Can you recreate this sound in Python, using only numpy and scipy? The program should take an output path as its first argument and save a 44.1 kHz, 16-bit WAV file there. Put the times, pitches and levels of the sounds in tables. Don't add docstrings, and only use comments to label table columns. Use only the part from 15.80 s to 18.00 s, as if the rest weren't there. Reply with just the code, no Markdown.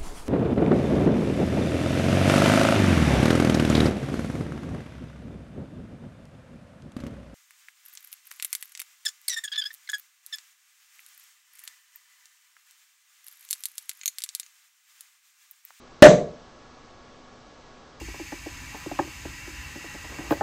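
import sys
import numpy as np
from scipy import signal
from scipy.fft import rfft, irfft
from scipy.io import wavfile

SR = 44100
rng = np.random.default_rng(int(sys.argv[2]) if len(sys.argv) > 2 else 0)


def wrap_up_sound(samples):
    columns = np.atleast_2d(samples).T
    tamed = np.clip(columns, -1, 1)
    steps = np.round(tamed * 32767).astype(np.int16)
    wavfile.write(sys.argv[1], SR, steps)


N = 97020

POP_S = .2230
DRAW_DB, DRAW_S = -17.5, .00077
THUMP_HZ, THUMP_T60_S, THUMP_DB = 288, .012, 34
SNAP_T60_S, SNAP_DB, SNAP_RISE_S = .06, -4, .002
MOUTH_CUT_HZ, ECHO_CUT_HZ = 190, 290
ROOM_DB = -1
HISS_DB = -50
FAN_WANDER = .0027
MIC_EDGE_HZ, TOP_HZ = 7910, 16500
CLIP_LEVEL, CLIP_KNEE = .97, 14


def pop(age):
    return suction_draw(age) + thump(age) + snap(age) + neck_note(age)


def suction_draw(age):
    return -undb(DRAW_DB) * np.exp(-np.abs(age) / DRAW_S)


def thump(age):
    swing = ring(age, [(THUMP_HZ, THUMP_DB, THUMP_T60_S)])
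    return low_cut(swing, MOUTH_CUT_HZ)


def snap(age):
    opening = np.clip(age / SNAP_RISE_S, 0, 1)
    tearing_air = noise([(500, 4.5), (2000, 6.5), (8000, -8.5)])
    return undb(SNAP_DB) * opening * fade(age, SNAP_T60_S) * tearing_air


def neck_note(age):
    # pitch_hz, level_db, t60_s
    neck_modes = [(578.3, 23.5, 0.054), (1689, -2, .11)]
    return ring(age, neck_modes)


def early_echoes(age, direct):
    # delay_s, level_db
    paths = [(.0318, -19.5), (.0451, -20), (0.0922, -34.5)]
    reflected = low_cut(direct, ECHO_CUT_HZ)
    return sum(undb(db) * np.interp(age - delay, age, reflected) for delay, db in paths)


def room(age):
    # pitch_hz, level_db (ahead of build-up and decay), t60_s
    held_modes = [(604.05, 11.5, 0.24), (597.2, -5.5, 0.43), (707.3, -9, 0.34), (1175, -21, 0.36),
                  (184.2, -15.5, 0.36), (403.4, -16, 0.41)]
    held = sum(build_up(age, mode[0]) * ring(age, [mode]) for mode in held_modes)
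    return undb(ROOM_DB) * diffuse_tail(age) + held


def diffuse_tail(age):
    # frequency_hz, level_db (per Hz)
    tail_colour = [(30, -24.5), (65, -25), (100, -16), (160, 5), (300, -4), (450, 0), (560, 1.5), (700, -2),
                   (880, -15.5), (1300, -17.5), (1900, -12), (2800, -22.5), (3900, -17.5), (5000, -26.5),
                   (6300, -17.5), (7300, -24)]
    # frequency_hz, t60_s
    tail_t60 = [(50, .7), (150, 0.41), (550, 0.45), (1400, 0.3), (6000, 0.3)]
    hz = np.arange(N // 2 + 1) * SR / N
    spectrum = rfft(noise(tail_colour))
    edges = np.r_[0, np.geomspace(100, 8000, 10), SR]
    diffuse = 0
    for low, high in zip(edges, edges[1:]):
        centre = (low + high) / 2
        band = irfft(spectrum * ((hz >= low) & (hz < high)), N)
        diffuse = diffuse + band * build_up(age, centre) * fade(age, over_hz(tail_t60, centre))
    return diffuse


def build_up(age, hz):
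    # frequency_hz, time_s
    build_times = [(150, 0.014), (600, .018), (3000, .012)]
    return 1 - np.exp(-(np.maximum(age, 0) / over_hz(build_times, hz)) ** 2)


def background():
    # frequency_hz, level_db (per Hz)
    hiss_colour = [(20, 1), (70, -4.5), (200, -6.5), (560, -5.5), (1000, -10.5), (1300, -9), (1650, -16.5),
                   (2400, -19), (4300, -20), (6300, -23), (7200, -30), (9000, -26.5)]
    return fan_tones() + undb(HISS_DB) * noise(hiss_colour)


def fan_tones():
    # pitch_hz (at mean speed), level_db (rms)
    fan = [(247.6, -61.5), (742.9, -67.5), (1114, -62.5), (1674, -67.5), (2229, -75)]
    speed = 1 + FAN_WANDER * noise([(2, 0), (8, -6), (40, -60), (200, -140)])
    turn = 2 * np.pi * np.cumsum(speed) / SR
    tones = 0
    for hz, db in fan:
        start_phase = rng.uniform(0, 2 * np.pi)
        tones = tones + np.sqrt(2) * undb(db) * np.sin(hz * turn + start_phase)
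    return tones


def ring(age, modes):
    return sum(-undb(db) * fade(age, t60) * np.sin(2 * np.pi * hz * age) for hz, db, t60 in modes)


def fade(age, t60):
    return (age > 0) * np.exp(-np.log(1000) * np.maximum(age, 0) / t60)


def noise(colour):
    hz = np.arange(N // 2 + 1) * SR / N
    white = rfft(rng.standard_normal(N))
    x = irfft(white * undb(over_hz(colour, hz)), N)
    return x / np.std(x)


def low_cut(x, hz):
    return signal.sosfilt(signal.butter(2, hz, "highpass", fs=SR, output="sos"), x)


def over_hz(points, hz):
    f, value = np.array(points, float).T
    return np.interp(np.log(np.maximum(hz, 1)), np.log(f), value)


def undb(db):
    return 10 ** (np.asarray(db) / 20)


def scene():
    age = np.arange(N) / SR - POP_S
    direct = pop(age)
    return (direct + early_echoes(age, direct) + room(age) + background())[None]


def record(dry):
    x = signal.sosfilt(signal.butter(20, MIC_EDGE_HZ, fs=SR, output="sos"), dry)
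    x = signal.resample_poly(x, 4, 1, axis=-1, window=("kaiser", 10))
    x = CLIP_LEVEL * x / (1 + np.abs(x) ** CLIP_KNEE) ** (1 / CLIP_KNEE)
    x = signal.resample_poly(x, 1, 4, axis=-1)
    return signal.sosfiltfilt(signal.ellip(8, .05, 50, TOP_HZ, fs=SR, output="sos"), x)


dry = scene()
out = record(dry)
wrap_up_sound(out)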